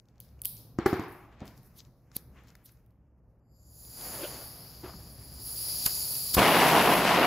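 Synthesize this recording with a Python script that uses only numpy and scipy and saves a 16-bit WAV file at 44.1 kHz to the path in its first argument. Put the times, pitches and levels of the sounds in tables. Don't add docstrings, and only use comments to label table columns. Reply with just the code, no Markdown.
import sys
import numpy as np
from scipy import signal
from scipy.fft import rfft, irfft
from scipy.io import wavfile
from scipy.ndimage import uniform_filter1d, map_coordinates

SR = 44100
rng = np.random.default_rng(int(sys.argv[2]) if len(sys.argv) > 2 else 0)


def decibels_to_gain(level_db):
    exponent = np.asarray(level_db, float) / 20
    return 10 ** exponent


def dump_mix(stems):
    frames = np.atleast_2d(stems).T
    limited = np.clip(frames, -1, 1)
    pcm = np.round(limited * 32767).astype(np.int16)
    wavfile.write(sys.argv[1], SR, pcm)


N = 320166
T = np.arange(N) / SR


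def shape(x, table, top=0):
    hz = np.maximum(np.fft.rfftfreq(x.shape[-1], 1 / SR), 1)
    f, db = np.transpose(table)
    gain = decibels_to_gain(np.interp(np.log(hz), np.log(f), db) + top)
    return irfft(rfft(x) * gain, x.shape[-1])


def band(x, lo_hz, hi_hz, order=2):
    sos = signal.butter(order, [lo_hz, min(hi_hz, .45 * SR)], "band", fs=SR, output="sos")
    return signal.sosfilt(sos, x)


def below(x, hz):
    return signal.sosfiltfilt(signal.butter(4, hz, fs=SR, output="sos"), x)


def unit(x, lo_hz, hi_hz):
    return x / np.std(band(x[..., :2 * SR], lo_hz, hi_hz, order=4))


# pitch in Hz, unshared part in dB.
PORT_SIDE = [(30, -14), (100, -20), (200, -22), (500, -21), (1500, -16), (3000, -12), (5000, -7),
             (10000, -12), (15000, -16)]


def pair(x):
    unshared = shape(np.roll(x, len(x) // 3), PORT_SIDE)
    return x + unshared * np.array([[1], [-1]])


def gains(table):
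    s, *cols = np.transpose(table)
    return [decibels_to_gain(np.interp(T, s, c, left=-130, right=-130)) for c in cols]


def walk(rate):
    k = int(SR / rate)
    steps = np.repeat(rng.standard_normal(N // k + 1), k)
    w = uniform_filter1d(uniform_filter1d(steps, k), k)[:N]
    return w / w.std()


def grains(rate, scatter_db):
    x = (rng.random(N) < rate / SR) * decibels_to_gain(scatter_db * rng.exponential(size=N))
    return x - x.mean()


def burst(s, rise, tail):
    return np.exp(-np.where(T < s, (s - T) / rise, (T - s) / tail))


def add(out, s, x):
    i = int(s * SR)
    out[:, i:i + x.shape[1]] += x[:, :N - i]


# pitch in Hz, strength in dB per Hz.
SHOP_COLOUR = [(12, -43.5), (20, -21), (27, -21.5), (35, -10.5), (48, -7.5), (70, 0), (87, -23),
               (109, -1.5), (129, -6), (163, -11), (393, -24.5), (505, -25), (1200, -37), (3000, -59),
               (3900, -108.5), (6600, -120)]
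# time in seconds, level in dB.
SHOP_LEVEL = [(0.0, -61.5), (0.6, -51.5), (0.95, -59.5), (1.6, -52), (2.04, -57), (2.34, -53),
              (2.55, -57.5), (3.09, -62.5), (3.54, -59.5), (3.8, -53), (4.27, -51), (6.3, -50.5),
              (6.5, -48.5), (7.26, -45.5)]


def shop():
    rumble = pair(shape(rng.standard_normal(N), SHOP_COLOUR))
    return gains(SHOP_LEVEL)[0] * decibels_to_gain(walk(6)) * unit(rumble, 27, 350)


# time in seconds, strength of movement in dB, lightness of touch as treble tilt in dB.
RUSTLE = [
    [(0.0, -88, 1), (0.154, -86, -5), (0.27, -86, -8), (0.4, -82, -1)],
    [(1.15, -80, -4), (1.45, -76.5, -13.5), (1.59, -72.5, 1.8), (1.86, -76, -2.2), (1.95, -93, 7),
     (2.16, -74.5, -8), (2.29, -85, 2), (2.39, -70, -9)],
    [(2.39, -71, -7.5), (2.59, -81.5, -7), (2.76, -80, -1), (2.94, -95, -7), (3.4, -97, 3)],
]


def rustle():
    mid_db = -2
    touch = [[(s, db + tilt, db + tilt / 2 + mid_db, db - tilt) for s, db, tilt in spell] for spell in RUSTLE]
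    high, mid, low = (sum(g) for g in zip(*map(gains, touch)))
    crackle = pair(rng.standard_normal(N) * decibels_to_gain(2 * walk(60)))
    edges = ((high, 9000, 15500), (mid, 3000, 7500), (low, 400, 2500))  # gain, lowest Hz, highest Hz
    return sum(g * unit(band(crackle, lo, hi), lo, hi) for g, lo, hi in edges)


# time in seconds, peak in dB, treble lift in dB, share of the room in dB.
CLICKS = [(0.0855, -60, -10, -3), (0.18, -63, -5, -4), (0.2022, -44.5, 18.5, -12),
          (0.209, -50.5, -3.5, 6.5), (0.055, -68, -8, -6), (0.157, -68, -15, -6), (0.247, -62, -10, -6),
          (0.283, -62, -8, -6), (0.289, -60, -8, -6), (0.4174, -41, 17.5, -14), (0.4364, -46, 6, 14),
          (0.449, -33, 10, 6), (0.4541, -22.5, 12.5, -19), (0.568, -44, -18, 7.5), (1.4546, -49, 5, -6),
          (1.4775, -42.5, -3, -0.5), (1.577, -53, -20, 1), (1.6312, -63, 14, -3), (1.8032, -40, -10, -10),
          (1.8496, -54, -15, -4), (2.165, -27, 11, -46.5), (2.4362, -64, 6, -6), (2.4826, -51, -12, -8),
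          (2.5031, -50, -14, -8), (2.565, -70, 7.5, -8), (2.6577, -52, 6, -6), (2.691, -56, 0, -6),
          (2.862, -68, 8, -6), (2.9067, -72, 6, -6), (3.85, -46, 6, -6), (4.0114, -36, -4, -6),
          (6.153, -31, -8, -12)]
# time in seconds, peak in dB, treble lift in dB, share of the room in dB.
TAPS = [(0.392, -61, -5, 6.5), (0.783, -52, -12, -6), (0.7865, -38, -10, -5), (0.855, -46, -15, -6),
        (0.8605, -28, -4, -6), (0.8635, -32, 3, 0), (0.931, -38, -4, -8), (0.94, -40, -6, -4),
        (0.9695, -62, 14, -10), (0.9955, -41, -3, -3), (1.0243, -52, 6, -3), (1.0365, -50, -15, -5),
        (1.0825, -58, 11, 5), (1.124, -60, 10, 0), (1.4036, -50, -15, -3), (1.3954, -60, -9, 2),
        (2.1154, -54, -25, -12), (2.472, -56, -1.2, 4.5), (2.552, -46.5, 1, -9), (2.692, -57, -20, -8),
        (2.771, -66, -20, -8)]


def clicks():
    out, t = np.zeros((2, N)), np.arange(1500) / SR
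    # rows, level of the 1-3 kHz body in dB, length of a crack in seconds
    for rows, body_db, length in ((CLICKS, -22, .0008), (TAPS, 1.5, .0012)):
        for (s, db, lift_db, wet_db), noise in zip(rows, rng.standard_normal((len(rows), 1500))):
            crack = np.array([noise * t / length * np.exp(-t / length), t == 0])
            parts = band(crack, 9000, 16000), band(crack, 2800, 7500), band(crack, 1000, 2800)
            mix = 0
            for x, part_db in zip(parts, (lift_db, 0, body_db)):
                wet = decibels_to_gain(wet_db) * x[0].std() / x[1].std()
                level = decibels_to_gain(db + part_db) / abs(x[0]).max() * np.array([1, wet])
                mix = mix + level[:, None] * x
            add(out, s, mix)
    return out


# time in seconds, peak in dB, contact in seconds, pitch factor, share of the room in dB.
KNOCKS = [
    (0.7873, -14.5, 0.0011, 0.92, -5.5),
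    (0.8582, -22, .0004, 1.05, -6),
    (0.8606, -7, 0.00045, 1.0, -5),
    (0.8632, -13, .0003, 1.05, -10),
    (0.929, -12.5, .0008, 0.9, -6),
    (.940, -19, .001, 0.98, -10),
    (.995, -20, .001, 0.855, -2.5),
    (1.4188, -29, 0.0024, 0.597, -6.5),
    (2.165, -30, 0.0011, 0.66, -15),
]
# pitch in Hz, strength in dB, seconds to fade by 60 dB.
BENCH = [(150, -12, 0.12), (265, -3, 0.08), (372, 7.5, 0.07), (602, -7, 0.06), (802, -1, 0.06),
         (1150, -3, .04), (1375, 5.5, .03), (1690, -0.5, 0.057), (2000, -5, 0.09), (2820, -13, 0.068),
         (3980, -15, 0.06)]


def knocks():
    out, t = np.zeros((2, N)), np.arange(9000) / SR
    hz, db, t60 = np.transpose(BENCH)[:, :, None]
    thud = band(t == 0, 300, 2200, order=3)
    lucks = rng.standard_normal((len(KNOCKS), len(hz), 1))
    for (s, peak_db, contact, pitch, wet_db), luck in zip(KNOCKS, lucks):
        fade_s = t60 * (.96 + .0254 * peak_db)
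        modes = decibels_to_gain(db + luck) * np.sin(2 * np.pi * hz * pitch * t) * 1000. ** (-t / fade_s)
        push = t[:600] * np.exp(-t[:600] * 4 / contact)
        blow = -signal.fftconvolve(modes.sum(axis=0), push)[:9000]
        blow = band(blow, 110, 8000, order=1)
        spread = 0.5 * blow + 0.7 * thud * blow.std() / thud.std()
        add(out, s, decibels_to_gain(peak_db) / abs(blow).max() * np.array([blow, decibels_to_gain(wet_db) * spread]))
    return out


SCUFFS = { (9500, 15100): [(1.13, -64, .02, 0.064), (1.575, -65.5, 0.0083, 0.013),
          (1.665, -63, 0.019, 0.018), (1.785, -52.5, 0.015, 0.007), (2.164, -36, 0.0035, 0.0013),
          (2.659, -52.5, 0.009, 0.014), (2.72, -66.5, .01, .015)],
          (3000, 15300): [(1.471, -60, 0.017, 0.016), (2.162, -52, 0.013, 0.018)],
          (3300, 7500): [(1.792, -56, 0.016, 0.013), (2.168, -43, 0.0029, 0.0037),
          (2.49, -69, 0.031, 0.014), (2.665, -63.5, 0.0094, 0.03)],
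          (1100, 2600): [(1.41, -63, 0.011, 0.058), (2.37, -65, 0.0078, 0.037), (5.22, -66, .02, .03),
          (4.845, -56, 0.006, 0.03)], (230, 750): [(1.419, -45.5, 0.0067, 0.03),
          (4.838, -45, 0.003, 0.058)], (2300, 3300): [(4.25, -44, .025, .02)],
          (1330, 1530): [(4.25, -50, .025, .015)], (510, 610): [(4.255, -39, .03, .008)],
          (310, 390): [(4.23, -43, .015, .025), (4.845, -44, .006, .03)],
          (500, 1300): [(4.85, -46, .008, .05), (4.245, -50, .03, .02)],
          (130, 320): [(1.425, -44, .008, .04), (4.95, -52, .02, .02)],
          (150, 2400): [(5.866, -41, .003, 0.021), (6.352, -36, 0.0027, 0.0048)], }


def scuffs():
    grit = rng.standard_normal(N) * decibels_to_gain(2 * walk(150))
    out = 0
    for (lo, hi), rows in SCUFFS.items():
        drag = sum(decibels_to_gain(db) * burst(s, rise, tail) for s, db, rise, tail in rows)
        out = out + unit(band(grit, lo, hi), lo, hi) * drag
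    return out


def resonance(hz, width_hz):
    sway = below(rng.standard_normal((2, N)), width_hz / 2)
    turn = 2 * np.pi * np.cumsum(hz) / SR
    return sway[0] * np.cos(turn) + sway[1] * np.sin(turn)


# time in seconds, flow as level of the tube in dB, nozzle turned away in dB.
JET = [(3.4, -104, 3), (3.56, -77, 3), (3.8, -67, -5), (3.91, -60.5, -3.5), (4.04, -50.5, -1.5),
       (4.18, -52, -3), (4.44, -54, 0.3), (4.65, -57.5, 3), (4.91, -58, 6.5), (5.16, -61, 2.5),
       (5.38, -56.5, 1.5), (5.47, -50.5, -2.1), (5.64, -43.5, -1.5), (5.77, -40.5, 2), (6.16, -43, -2.5),
       (6.37, -41, 0.7), (6.6, -40.5, .5), (6.8, -42, 1), (6.98, -42, .5), (7.04, -45, 4), (7.26, -44.5, 3)]
# pitch in Hz, strength in dB per Hz.
JET_COLOUR = [(1470, -41), (2500, -22.5), (3530, -21), (4640, -4.5), (5860, -8.5), (6190, -17), (6800, -9),
              (7180, -9), (7950, -23), (9370, -23), (10500, -8.5), (11000, -5), (11700, -11),
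              (12800, -11.5), (14200, -11), (15300, -12), (16200, -20)]
# pitch in Hz, strength in dB per Hz.
RUSH_COLOUR = [(150, -13), (250, -2.5), (700, -2), (1400, -9), (3500, -17), (6000, -20.5), (7500, -22),
               (9000, -46)]
# time in seconds, tube, collar and nozzle pitch in Hz.
AIM = [(3.55, 4880, 7250, 11500), (3.8, 4850, 7000, 10900), (4.05, 4880, 7100, 11050),
       (4.35, 4750, 6800, 11000), (4.58, 4880, 6800, 11350), (4.78, 4820, 6750, 11600),
       (5.3, 4890, 7050, 10950), (5.55, 4950, 7000, 10750), (5.8, 4800, 6900, 10800),
       (6.2, 4660, 7000, 11100), (6.55, 4700, 6900, 11250), (7.26, 4700, 6900, 11100)]
# time in seconds, collar over the tube in dB.
GRIP = [(4.1, 1.2), (4.6, -10.5), (5.45, -6), (5.7, -12), (5.97, -3), (6.3, -9)]


def jet():
    s, flow, away = np.transpose(JET)
    flow, away = np.interp(T, s, flow, left=-130), np.interp(T, s, away)
    lit = T >= POP[0][0]
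    whistle = decibels_to_gain(flow + 8 - away)
    tube = decibels_to_gain(flow - 5 * lit)
    grip = np.interp(T, *np.transpose(GRIP))
    collar = decibels_to_gain(flow + grip - 3 * lit + 1.5 * walk(5))
    wash = np.minimum(burst(4.06, .05, 99), burst(4.06 + .27, 99, .15))
    opening = np.clip((T - s[1]) / 0.44, 0, 1) ** 2
    rush = decibels_to_gain(-41.5 + .5 * flow) * opening + decibels_to_gain(-56.5) * wash

    turns, *bends = np.transpose(AIM)
    rings = []
    for hz, width_hz in zip(bends, (700, 750, 850)):
        centre = np.interp(T, turns, hz) * (1 + .008 * walk(6))
        rings.append(resonance(centre, width_hz))
    hiss = shape(rng.standard_normal((4, N)), JET_COLOUR)
    bounce_ms = .72 - .058 * (T - s[0]) + .03 * walk(2)
    late = np.arange(N) - bounce_ms * SR / 1000
    high = hiss[2] + (.36 - .2 * lit) * map_coordinates(hiss[2], [late], order=3)
    skirts = below(hiss[0], 6100), band(hiss[1], 6000, 7600, order=4), band(high, 9900, 17000, order=5)

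    broad = np.clip((whistle / decibels_to_gain(-56)) ** .65, .12, 1)
    gap = unit(pair(band(hiss[3], 7830, 10340, order=4)), 7400, 10000)
    out = whistle ** 1.495 * decibels_to_gain(1.5 + .55 * grip) * gap * ~lit
    clear = decibels_to_gain(-.1 * np.maximum(flow + 55, 0))
    for gain, ring, skirt, share in zip((tube, collar, whistle), rings, skirts, (.7, .6, .55)):
        flicker = decibels_to_gain(.7 * walk(25))
        sung = share * clear * ring / ring.std()
        out = out + gain * flicker * pair(sung + 0.78 * broad * skirt / skirt.std())
    air = unit(pair(shape(rng.standard_normal(N), RUSH_COLOUR)), 1360, 3400)
    flutter = decibels_to_gain(1.2 * walk(40))
    return out + rush * flutter * ~lit * air


# time in seconds, level in dB, run-up in seconds, tail in seconds.
FLINT = [
    (5.859, -27, .006, .01),
    (5.8622, -14, .0008, .0025),
    (6.3445, -22, .005, .002),
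    (6.349, -19, .003, .004),
]
# pitch in Hz, strength in dB per Hz.
FLINT_COLOUR = [(88, -10), (150, -14), (1700, -28), (2200, -25.5), (4900, -11), (5850, -19), (6980, -13.5),
                (9000, -13), (10900, -10.5), (14400, -4), (16200, -33)]


def flint():
    grit = grains(15000, scatter_db=1.5)
    strokes = sum(decibels_to_gain(db) * burst(s, rise, tail) for s, db, rise, tail in FLINT)
    return unit(shape(grit, FLINT_COLOUR), 150, 15800) * strokes


# time in seconds, peak in dB, pitch in Hz, decay in seconds.
POP = [
    (6.369, -16, 65, .014),
    (6.377, -15, 300, .002),
    (6.3895, -11, 170, .0025),
]


def pop():
    out = .1 * burst(POP[0][0], .002, 1e-5)
    for s, db, hz, decay in POP:
        age = np.maximum(T - s, 0)
        out = out - decibels_to_gain(db) * (T >= s) * np.exp(-age / decay) * np.cos(2 * np.pi * hz * age)
    return below(out, 1200)


# time in seconds, roar in dB, upper part over the roar in dB.
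FLAME = [(6.366, -50, -4), (6.372, -22.5, -8), (6.39, -20, -5), (6.4, -24.5, -4), (6.456, -22, -4),
         (6.6, -23, -4), (6.72, -22, -5), (6.86, -23, -6), (6.97, -23.5, -7), (7.02, -26, -6),
         (7.07, -25, -4), (7.116, -24, -5), (7.19, -23, -6), (7.26, -22, -6)]
# pitch in Hz, strength in dB per Hz.
FLAME_COLOUR = [(15, -53), (25, -51), (85, -15.5), (160, -2.5), (532, -3), (619, -1.5), (701, 2),
                (775, -1.5), (1020, -1), (1280, -6.5), (2950, -10.5), (3400, -15.5), (5620, -24),
                (6370, -26.5), (7300, -29), (8300, -28), (9300, -33), (13000, -34), (15500, -38),
                (22000, -120)]


def flame():
    roar, bright = gains([(s, db, db + upper) for s, db, upper in FLAME])
    puffs = grains(1800, scatter_db=2.2)
    turbulence = rng.standard_normal(N)
    burn = pair(shape(-.85 * puffs / puffs.std() + .5 * turbulence, FLAME_COLOUR))
    low = below(burn, 1460)
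    edge = burn - below(burn, 5800)
    patches = decibels_to_gain(2.5 * walk(7) + 2 - 4 * (T - FLAME[0][0]))
    burn = burn + (patches - 1) * edge
    flutter = decibels_to_gain([walk(40), .6 * walk(45)])
    body = roar * flutter[0] * unit(low, 210, 1300)
    return body + bright * flutter[1] * unit(burn - low, 2000, 3930)


# pitch in Hz, seconds to fade by 60 dB, level in dB.
ROOM = [(150, 0.63, -26), (403, 0.69, -28.5), (993, 0.81, -31), (2160, 0.7, -32), (4800, 0.61, -31.5),
        (11120, 0.49, -30)]


def room(direct, spread):
    wall_s = .011
    t = np.arange(SR) / SR
    noise = rng.standard_normal((2, SR))
    noise = noise[0] + shape(noise[1], PORT_SIDE, top=4.1) * np.array([[1], [-1]])
    tail = sum(decibels_to_gain(db) * band(noise, hz / 1.98, hz * 1.434) * 1000. ** (-t / t60) for hz, t60, db in ROOM)
    tail = tail * (np.clip(t / wall_s, 0, 1) ** 2 + .5 * np.exp(-((t - wall_s) / .002) ** 2))
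    return direct + signal.fftconvolve(spread[None], tail)[:, :N]


# pitch in Hz, gain in dB.
CASE = [(3000, 0), (5000, 1.5), (7000, 1), (8600, -6.5), (10500, 0.5), (15000, -1.5), (16300, -8)]


def scene():
    close = (flint() + scuffs()) * decibels_to_gain([[0], [-13]])
    handling = room(*(close + clicks() + knocks())) + rustle()
    return jet() + pop() + flame() + shop() + shape(handling, CASE)


def roll_off(x):
    return signal.sosfilt(signal.butter(12, 16350, fs=SR, output="sos"), x)


# pitch in Hz, left minus right in dB.
PORT_BALANCE = [(100, 0), (1000, .3), (2400, 1.0), (4000, 7.5), (5200, 7.5), (6800, 1.0), (9000, -2),
                (15000, -.2)]


def record(dry):
    f, db = np.transpose(PORT_BALANCE)
    ports = np.array([shape(x, np.transpose([f, side * db / 2])) for x, side in zip(dry, (1, -1))])
    ports = .6 * np.tanh(ports / .6)
    ports = signal.sosfilt(signal.butter(1, 30, "high", fs=SR, output="sos"), ports)
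    ports = signal.sosfiltfilt(signal.ellip(8, .1, 40, 15650, fs=SR, output="sos"), ports)
    return roll_off(ports)


dry = scene()
out = record(dry)
dump_mix(out)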